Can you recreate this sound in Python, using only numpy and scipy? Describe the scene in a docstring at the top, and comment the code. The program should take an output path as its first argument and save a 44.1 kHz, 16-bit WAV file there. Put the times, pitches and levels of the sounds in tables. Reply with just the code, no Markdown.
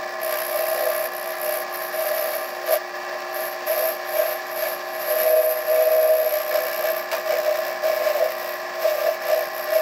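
"""Abrasive pressed, stroke by stroke, on the end of a blank spinning in a wood lathe.
The grit hisses and rasps, pulsing once a turn; the overhanging blank rings at its bending note
and, in two spells under firm pressure, chatters by itself. The drive whines steadily underneath.
One microphone across the lathe bed, in a small workshop with wooden walls; its gain ducks on swells."""
import sys
import numpy as np
from scipy import signal
from scipy.fft import rfft, irfft, next_fast_len
from scipy.io import wavfile
from scipy.ndimage import uniform_filter1d, map_coordinates

SR = 44100
rng = np.random.default_rng(int(sys.argv[2]) if len(sys.argv) > 2 else 0)


def wav_record(signal):
    """Record a signal, one row per channel, as 16-bit PCM in the file named by sys.argv[1]."""
    frames = np.transpose(np.atleast_2d(signal))
    bounded = np.clip(frames, -1, 1)
    # unit amplitude maps onto the largest positive 16-bit level
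    quanta = np.round(bounded * 32767).astype(np.int16)
    wavfile.write(sys.argv[1], SR, quanta)


N = 432621
TIME_S = np.arange(N) / SR
TURN_HZ = 64.23


def amp(db):
    """Decibels to gain."""
    return 10 ** (np.asarray(db) / 20)


def unit(x):
    """x scaled to rms 1."""
    return x / np.sqrt(np.mean(x ** 2) + 1e-20)


def bell(offset_s, width_s):
    """A bell curve, 1 at zero offset."""
    return np.exp(-np.minimum(np.abs(offset_s) / width_s, 10) ** 2)


def along(points, hz):
    """Rows of freq_hz, value, read on a log frequency axis."""
    freqs, values = np.transpose(points)
    return np.interp(np.log(hz + 1), np.log(freqs + 1), values)


def curves(rows):
    """One value per sample for each column after time_s."""
    times, *columns = np.transpose(rows)
    return [np.interp(TIME_S, times, column) for column in columns]


def wobble(rate):
    """A smooth random curve, rate knots a second."""
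    knots = np.arange(N) * rate / SR
    coarse = knots[::32]
    return np.interp(knots, coarse, map_coordinates(rng.standard_normal(int(knots[-1]) + 4), [coarse]))


def angle(hz):
    """Running phase of a frequency curve."""
    return 2 * np.pi * np.cumsum(hz * np.ones(N)) / SR


def filtered(x, response):
    """x through a complex frequency response."""
    size = next_fast_len(N + SR // 2)
    return irfft(rfft(x, size) * response(np.fft.rfftfreq(size, 1 / SR)), size)[:N]


def coloured(x, spectrum):
    """x shaped by a spectrum, at rms 1."""
    return unit(filtered(x, lambda hz: amp(along(spectrum, hz))))


def resonate(x, modes, below, above):
    """x through modes, at rms 1; it falls steeply a factor below the first and above the last."""
    low_hz, high_hz = modes[0][0] / below, modes[-1][0] * above

    def response(f):
        ring = sum(amp(db) * 1j * f * width / (hz * hz - f * f + 1j * f * width)
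                   for hz, width, db in modes)
        return ring / (1 + (f / high_hz) ** 8 + (low_hz / (f + 1)) ** 16)
    return unit(filtered(x, response))


def gliding(x, centre_hz, width_hz):
    """x through one resonance whose centre follows a curve, at rms 1."""
    carrier = np.exp(1j * angle(centre_hz))
    lowpass = signal.butter(2, width_hz / 2, fs=SR)
    return unit(np.real(carrier * signal.lfilter(*lowpass, x / carrier)))


# Decay of the small workshop: freq_hz, t60_s
ROOM_DECAY = [(200, 0.29), (2000, 0.16), (12000, 0.062)]


def workshop(x, wet_db):
    """x with the short answer of the wooden walls, which reaches the microphone just after it."""
    hz, t, noise = signal.stft(rng.standard_normal(SR // 2), SR, nperseg=256)
    decay = amp(-60 * t / along(ROOM_DECAY, hz)[:, None])
    tail = signal.istft(noise * decay, SR, nperseg=256)[1]
    echo = signal.fftconvolve(x, np.pad(tail, (SR // 300, 0)) / np.linalg.norm(tail))[:N]
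    return (x + amp(wet_db) * echo) / np.sqrt(1 + amp(wet_db) ** 2)


# Steady whine of motor and belt drive: pitch_hz, relative_db
DRIVE_TONES = [(802, -46), (1006, -47.5), (1070.2, -41.5), (1174, -46.5), (1626, -55.5), (1704, -42.5),
               (1758, -52), (1883, -52), (2407, -52.5), (4452, -61), (4834, -59), (5324, -64),
               (5636, -60.5)]
# Tones of the spindle: turn_multiple, relative_db
SPINDLE_TONES = [(9, -46), (10, -44), (12, -40), (27, -46.5), (30, -48.5), (42, -58), (72, -60), (74, -62)]
# Rise and fall of the motor's hum: time_s, relative_db
HUM_LEVELS = [(0, -44), (1.9, -43), (2.26, -47.5), (2.6, -41.5), (4.9, -43.5), (6.1, -47.5), (7, -44),
              (9.8, -44.5)]


def drive(tones_db, hum_db, hum_hz):
    """Motor and spindle under the sanding: their tones waver a little with the speed."""
    speed = 1 + 0.000295 * wobble(3)

    def tone(hz):
        return np.sqrt(2) * amp(0.6 * wobble(20)) * np.sin(angle(hz * speed) + 0.15 * wobble(18))
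    lines = list(DRIVE_TONES) + [(k * TURN_HZ, db) for k, db in SPINDLE_TONES]
    whine = sum(amp(db + 1.4 * wobble(4)) * tone(hz) for hz, db in lines)
    hum = amp(curves(HUM_LEVELS)[0] + hum_db) * tone(hum_hz)
    return hum + amp(tones_db) * whine


# Rumble of belt and fan: freq_hz, gain_db
RUMBLE_SPECTRUM = [(25, -32), (80, -23), (115, -17.5), (175, -4), (300, -0.5), (450, 2), (750, 11.5),
                   (900, 4.5), (1150, 8), (1400, -3), (2000, -19), (4000, -58)]
# Rush of the bearings: freq_hz, gain_db
BEARING_SPECTRUM = [(800, -37), (1300, 1.5), (1500, -2), (1740, 11), (2000, 3), (2400, -16), (3500, -11.5),
                    (5300, -6.5), (6400, -15), (9300, -70), (12000, -32), (15800, -14)]


def running_noise(rumble_db, bearings_db):
    """Belt and fan rumble evenly; the bearings' fluttering rush carries into the room."""
    rumble = coloured(rng.standard_normal(N), RUMBLE_SPECTRUM)
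    bearings = coloured(rng.standard_normal(N) * amp(4.2 * wobble(120)), BEARING_SPECTRUM)
    return amp(rumble_db) * rumble + amp(bearings_db) * workshop(bearings, wet_db=-12)


# The abrasive's edge catches on three turns running: start_s, relative_db
EDGE_CATCHES = [(7.115, -23), (7.1293, -24.5), (7.147, -30)]
# Colour of one snag: freq_hz, gain_db
SNAG_SPECTRUM = [(80, -45), (250, -14), (700, -2), (2200, 0), (3500, -8), (6000, -10), (9000, -20),
                 (15000, -13)]


def catches(t60_s):
    """A short burst of tearing each time the edge snags."""
    bursts = sum(amp(db - 60 * np.abs(TIME_S - start) / t60_s) * (TIME_S >= start)
                 for start, db in EDGE_CATCHES)
    return np.sqrt(np.mean(bursts ** 2)) * coloured(bursts * rng.standard_normal(N), SNAG_SPECTRUM)


# Strokes of the abrasive on the end of the blank:
# start_s, end_s, attack_s, release_s, pressure_db, hiss_db, sizzle_db, turn_swing_db
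HAND_STROKES = [(0.235, 1.066, 0.038, 0.054, -23.5, -32, -42, 6.5),
                (1.175, 1.342, 0.2, 0.13, -31.5, -37.5, -53, 7),
                (1.418, 1.61, 0.074, 0.036, -25.5, -30.5, -42, 5.5),
                (1.742, 1.886, 0.076, 0.042, -33, -35, -48, 4),
                (1.945, 2.354, 0.051, 0.31, -24, -32.5, -45, 2.5),
                (2.735, 2.751, 0.087, 0.032, -10, -21.5, -34, 3.5),
                (3.365, 3.474, 0.074, 0.13, -27, -33, -44, 2.5),
                (3.678, 3.896, 0.023, 0.11, -21, -28.5, -41, 3),
                (4.124, 4.336, 0.091, 0.097, -22.5, -31.5, -41, 2),
                (4.56, 4.74, 0.13, 0.074, -26, -33, -45, 3), (5.123, 5.529, 0.3, 0.23, -20, -28, -41, 0.5),
                (5.72, 6.355, 0.21, 0.46, -19, -31, -37, 4.5),
                (6.48, 6.984, 0.23, 0.13, -24, -35, -38.5, 8), (7.127, 7.182, .02, .15, -23, -41, -43, 4.5),
                (7.282, 7.695, 0.13, 0.16, -23, -41.5, -40, 6),
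                (7.844, 8.3, 0.055, 0.36, -22.5, -41.5, -38.5, 2),
                (8.385, 8.53, 0.13, 0.22, -28, -42, -42, 4), (8.836, 9.10, 0.14, 0.15, -22, -40, -38, 0.5),
                (9.285, 9.444, 0.14, .10, -22, -37, -39, 6.5),
                (9.57, 9.64, .16, 0.084, -27, -38.5, -42, 5.5),
                (9.74, 9.797, 0.084, 0.098, -13.5, -32, -36, 4)]
# The fingers briefly push harder or ease off: time_s, added_pressure_db, added_bite_db
FINGER_PUSHES = [(0.34, -1.5, 4), (0.46, -10, 2.5), (0.88, 5, -2.5), (1.5, 1.5, 0.5), (2.735, -0.5, 3),
                 (2.88, -4, 1), (3.16, 5, -2.5), (4.21, 5, -1), (4.65, 4, 1), (5.21, -3.5, 4.5),
                 (5.275, 2.5, 0), (5.385, 3.5, -1), (5.8, 3, 2), (6.37, 1.5, 2), (6.56, 7.5, 2.5),
                 (6.73, -5, 3.5), (6.87, 5.5, 1), (7.32, 6, 1.5), (7.5, 5.5, -1), (7.875, 7, 0.5),
                 (8.07, 5, 0.5), (8.23, 8.5, -2.5), (8.87, 6.5, 3), (9.09, 8, -2.5), (9.32, 7, 1.5)]


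def hand():
    """Pressure, bite, hiss and sizzle in dB: each stroke lands, arches in pressure and lifts."""
    press, hiss, sizzle = -35.5, -54, -55  # the abrasive grazes between strokes
    edge_db = 22.5  # fall over one attack or release time
    lag = 1.15  # pressure comes and goes this many times more slowly than the hiss
    for start, end, attack, release, press_db, hiss_db, sizzle_db, _ in HAND_STROKES:
        lift_db = edge_db * (np.maximum(start - TIME_S, 0) / attack
                             + np.maximum(TIME_S - end, 0) / release)
        arch_db = 3 * np.minimum(((2 * TIME_S - start - end) / (end - start)) ** 2, 1)
        press = np.maximum(press, press_db - arch_db - lift_db / lag)
        hiss = np.maximum(hiss, hiss_db - lift_db)
        sizzle = np.maximum(sizzle, sizzle_db - lift_db)
    bite = -29
    for time_s, push_db, bite_db in FINGER_PUSHES:
        swell = bell(TIME_S - time_s, width_s=0.043)
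        press = press + push_db * swell
        bite = bite + bite_db * swell
    return press, bite + 0.44 * press, hiss, sizzle  # pressure deepens the bite


def contact(ridges_db, flutter_db):
    """Contact force near rms 1: the high side comes round once a turn; the wood adds changing ridges."""
    turn = angle(TURN_HZ + 0.204 * wobble(2.09))
    swing_db, = curves([((start + end) / 2, swing) for start, end, *_, swing in HAND_STROKES])
    ridges = sum(wobble(3.02) * np.cos(k * turn) + wobble(3.254) * np.sin(k * turn) for k in range(2, 6))
    force = amp(swing_db * np.cos(turn) + ridges_db * ridges + flutter_db * wobble(40))
    return force / np.sqrt(np.abs(uniform_filter1d(force ** 2, SR // 8)))


def grains(rate, spread_db):
    """Grit points tearing fibres: tiny impacts of random size, rate a second."""
    hit = rng.random(N) < rate / SR
    return unit(hit * rng.choice([-1, 1], N) * amp(spread_db * rng.standard_normal(N)))


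def wood_surface(rate, repeat, memory):
    """Grit on spinning wood: the share `repeat` comes back every turn, until those bumps wear away."""
    period = round(SR / TURN_HZ)
    turns = np.pad(grains(rate, spread_db=0.5), (0, -N % period)).reshape(-1, period)
    bumps = unit(signal.lfilter([1], [1, -memory], turns, axis=0).ravel()[:N])
    return np.sqrt(1 - repeat) * grains(rate, spread_db=3) + np.sqrt(repeat) * bumps


# Spells of self-excited chatter: start_s, end_s
CHATTER_SPELLS = [(5.261, 5.5), (5.761, 6.16)]


def chatter_lock():
    """Pitch and share of the chatter: it locks in for a spell, and goes slightly flat as it lets go."""
    away_s = np.min([np.abs(TIME_S - np.clip(TIME_S, *spell)) for spell in CHATTER_SPELLS], axis=0)
    lock = bell(away_s, width_s=0.091)
    return 629.5 - 10 * (1 - lock), 0.78 * lock


# The turning blank splits the chatter into sidebands: offset_turn_rates, relative_db
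CHATTER_SIDEBANDS = [(-2, -13), (-1, -21), (0, 0), (1, -18), (2, -25)]
# Instants at which the chatter loses its grip: time_s
SLIP_TIMES = [5.294, 5.356, 5.426, 5.9]


def chatter(pitch_hz, squeal_db, slip_db):
    """Stick and slip hold the blank on one note with a faint fourth harmonic; it dips at each slip."""
    note, turn = angle(pitch_hz + 2.5 * wobble(70)), angle(TURN_HZ)
    tone = unit(sum(amp(db + 1.53 * wobble(25)) * np.sin(note + k * turn + rng.uniform(0, 2 * np.pi))
                    for k, db in CHATTER_SIDEBANDS))
    slipping = sum(bell(TIME_S - time_s, width_s=0.007) for time_s in SLIP_TIMES)
    return amp(slip_db * slipping) * (tone + amp(squeal_db) * np.sin(4 * note))


# Bending modes of the blank in the chuck: pitch_hz, width_hz, gain_db
BENDING_MODES = [(509.5, 17.6, -9), (617, 7.9, -15), (611.4, 5, 5), (635.7, 9.4, 1.5)]


def blank(force, press_db, ring_db, chatter_db):
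    """Friction rings the blank's bending modes; in each spell they lock into one chattering note."""
    pitch_hz, share = chatter_lock()
    friction = force ** 0.53 * wood_surface(rate=5000, repeat=0.34, memory=0.69)
    ring = resonate(friction, BENDING_MODES, below=0.99, above=1.146)
    # the ring's random swells are evened out, so it stays near the level the pressure sets
    power = uniform_filter1d(uniform_filter1d(ring ** 2, SR // 22), SR // 30)
    ring = ring / np.sqrt(np.abs(power) + 0.085)
    # the abrasive grabs and lets go some tens of times a second
    ring = unit(ring * amp(1.2 * wobble(35)))
    free = amp(ring_db) * np.sqrt(1 - share) * ring
    locked = amp(chatter_db) * np.sqrt(share) * chatter(pitch_hz, squeal_db=-28, slip_db=-9)
    return amp(press_db) * (free + locked)


# Resonances at the contact shift with the grip:
# time_s, paper_buzz_hz, lower_hiss_hz, upper_hiss_hz, top_hz, lower_hiss_db
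GRIP_RESONANCES = [(0, 4960, 10750, 11780, 15300, -7), (2.4, 4600, 10940, 12030, 15100, -7),
                   (3.4, 4600, 11340, 12340, 14500, -6), (6.1, 4860, 11430, 12260, 14300, -0.5),
                   (7.2, 5100, 11730, 12470, 14620, -8), (9.8, 5240, 11400, 12400, 14300, -5)]
# Broad hiss of the scratches: freq_hz, gain_db
HISS_SPECTRUM = [(7000, -25), (8900, -21.5), (9900, -6.5), (10500, -9), (12300, 0), (13200, -6),
                 (16000, -18)]
# Fine sizzle above it: freq_hz, gain_db
SIZZLE_SPECTRUM = [(7000, -42), (9000, -29), (10000, -2.5), (12500, -12), (13900, 5), (15200, 2),
                   (16000, 1)]


def grit_hiss(force, hiss_db, sizzle_db):
    """The finest scratches: a broad hiss and sizzle in which three high resonances sing."""
    def scratches():
        return force * grains(rate=18000, spread_db=4)
    _, lower_hz, upper_hz, top_hz, lower_db = curves(GRIP_RESONANCES)
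    lower = amp(lower_db) * gliding(scratches(), lower_hz, width_hz=380)
    upper = gliding(scratches(), upper_hz, width_hz=470)
    top = gliding(scratches(), top_hz, width_hz=370)
    hiss = amp(-2.5) * (lower + upper) + amp(-7.5) * coloured(scratches(), HISS_SPECTRUM)
    sizzle = amp(-4) * top + amp(-2) * coloured(scratches(), SIZZLE_SPECTRUM)
    return amp(hiss_db) * hiss + amp(sizzle_db) * sizzle


# Tearing fibres, heard across the lathe bed: freq_hz, gain_db
RASP_SPECTRUM = [(150, -29.5), (400, -3.5), (900, -1.5), (1400, 2.5), (2400, 3.5), (3100, -2), (4100, -1.5),
                 (5500, 0.5), (6100, -6), (7700, -9.5), (8700, -15.5), (11000, -25), (16000, -35)]
# Higher modes of blank and holder: pitch_hz, width_hz, gain_db
BODY_MODES = [(814, 8.1, 0), (1176.6, 20.3, 5.5), (1616, 10.5, 5.5), (1728, 68, -1.5), (1912, 18, -1.5),
              (2271, 32, 1.5), (2597, 55, -6)]


def grit_rasp(force, bite_db, tearing_db, paper_db, body_db):
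    """Coarser tearing radiates directly, buzzes in the abrasive and shakes the higher modes."""
    _, chatter_share = chatter_lock()
    level = amp(bite_db - 2 * chatter_share)  # a chattering blank skips over the grit and is torn less
    push = force ** 0.6
    tearing = coloured(push * wood_surface(rate=14000, repeat=0.072, memory=0.954), RASP_SPECTRUM)
    buzz = push * wood_surface(rate=16000, repeat=0.11, memory=0.56)
    paper_hz = curves(GRIP_RESONANCES)[0]
    overtone = gliding(buzz, 1.48 * paper_hz, width_hz=1000)
    paper = gliding(buzz, paper_hz, width_hz=410) + amp(-5.5) * overtone
    shaking = push * wood_surface(rate=8000, repeat=0.48, memory=0.915)
    body = resonate(shaking, BODY_MODES, below=2.0, above=1.25)
    return level * (amp(tearing_db) * tearing + amp(paper_db) * paper + amp(body_db) * body)


def scene():
    """The sanding and the running lathe, in mono from across the lathe bed."""
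    press_db, bite_db, hiss_db, sizzle_db = hand()
    force = contact(ridges_db=1.45, flutter_db=1.5)
    hiss = workshop(grit_hiss(force, hiss_db, sizzle_db), wet_db=-22)
    rasp = grit_rasp(force, bite_db, tearing_db=2, paper_db=-11, body_db=3)
    scraping = workshop(rasp + catches(t60_s=0.07), wet_db=-9)
    moan = blank(force, press_db, ring_db=-1, chatter_db=5.5)
    whine = drive(tones_db=-0.5, hum_db=-1, hum_hz=358.8)
    rush = running_noise(rumble_db=-39, bearings_db=-39.5)
    return (whine + rush + hiss + scraping + moan)[None]


def record(dry):
    """The camera microphone ducks on loud swells, recovers slowly and keeps nothing above top_hz."""
    knee_db, cut_per_db, recover_db_per_s, top_hz = -19.5, 0.45, 18, 15780
    loud_db = 10 * np.log10(np.abs(uniform_filter1d(dry[0] ** 2, SR // 25)) + 1e-12)
    recovery_db = recover_db_per_s * TIME_S
    held_db = np.maximum.accumulate(loud_db + recovery_db) - recovery_db
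    gain = amp(-0.02 - cut_per_db * np.maximum(held_db - knee_db, 0))
    return filtered(gain * dry[0], lambda hz: hz < top_hz)[None]


dry = scene()
out = record(dry)
wav_record(out)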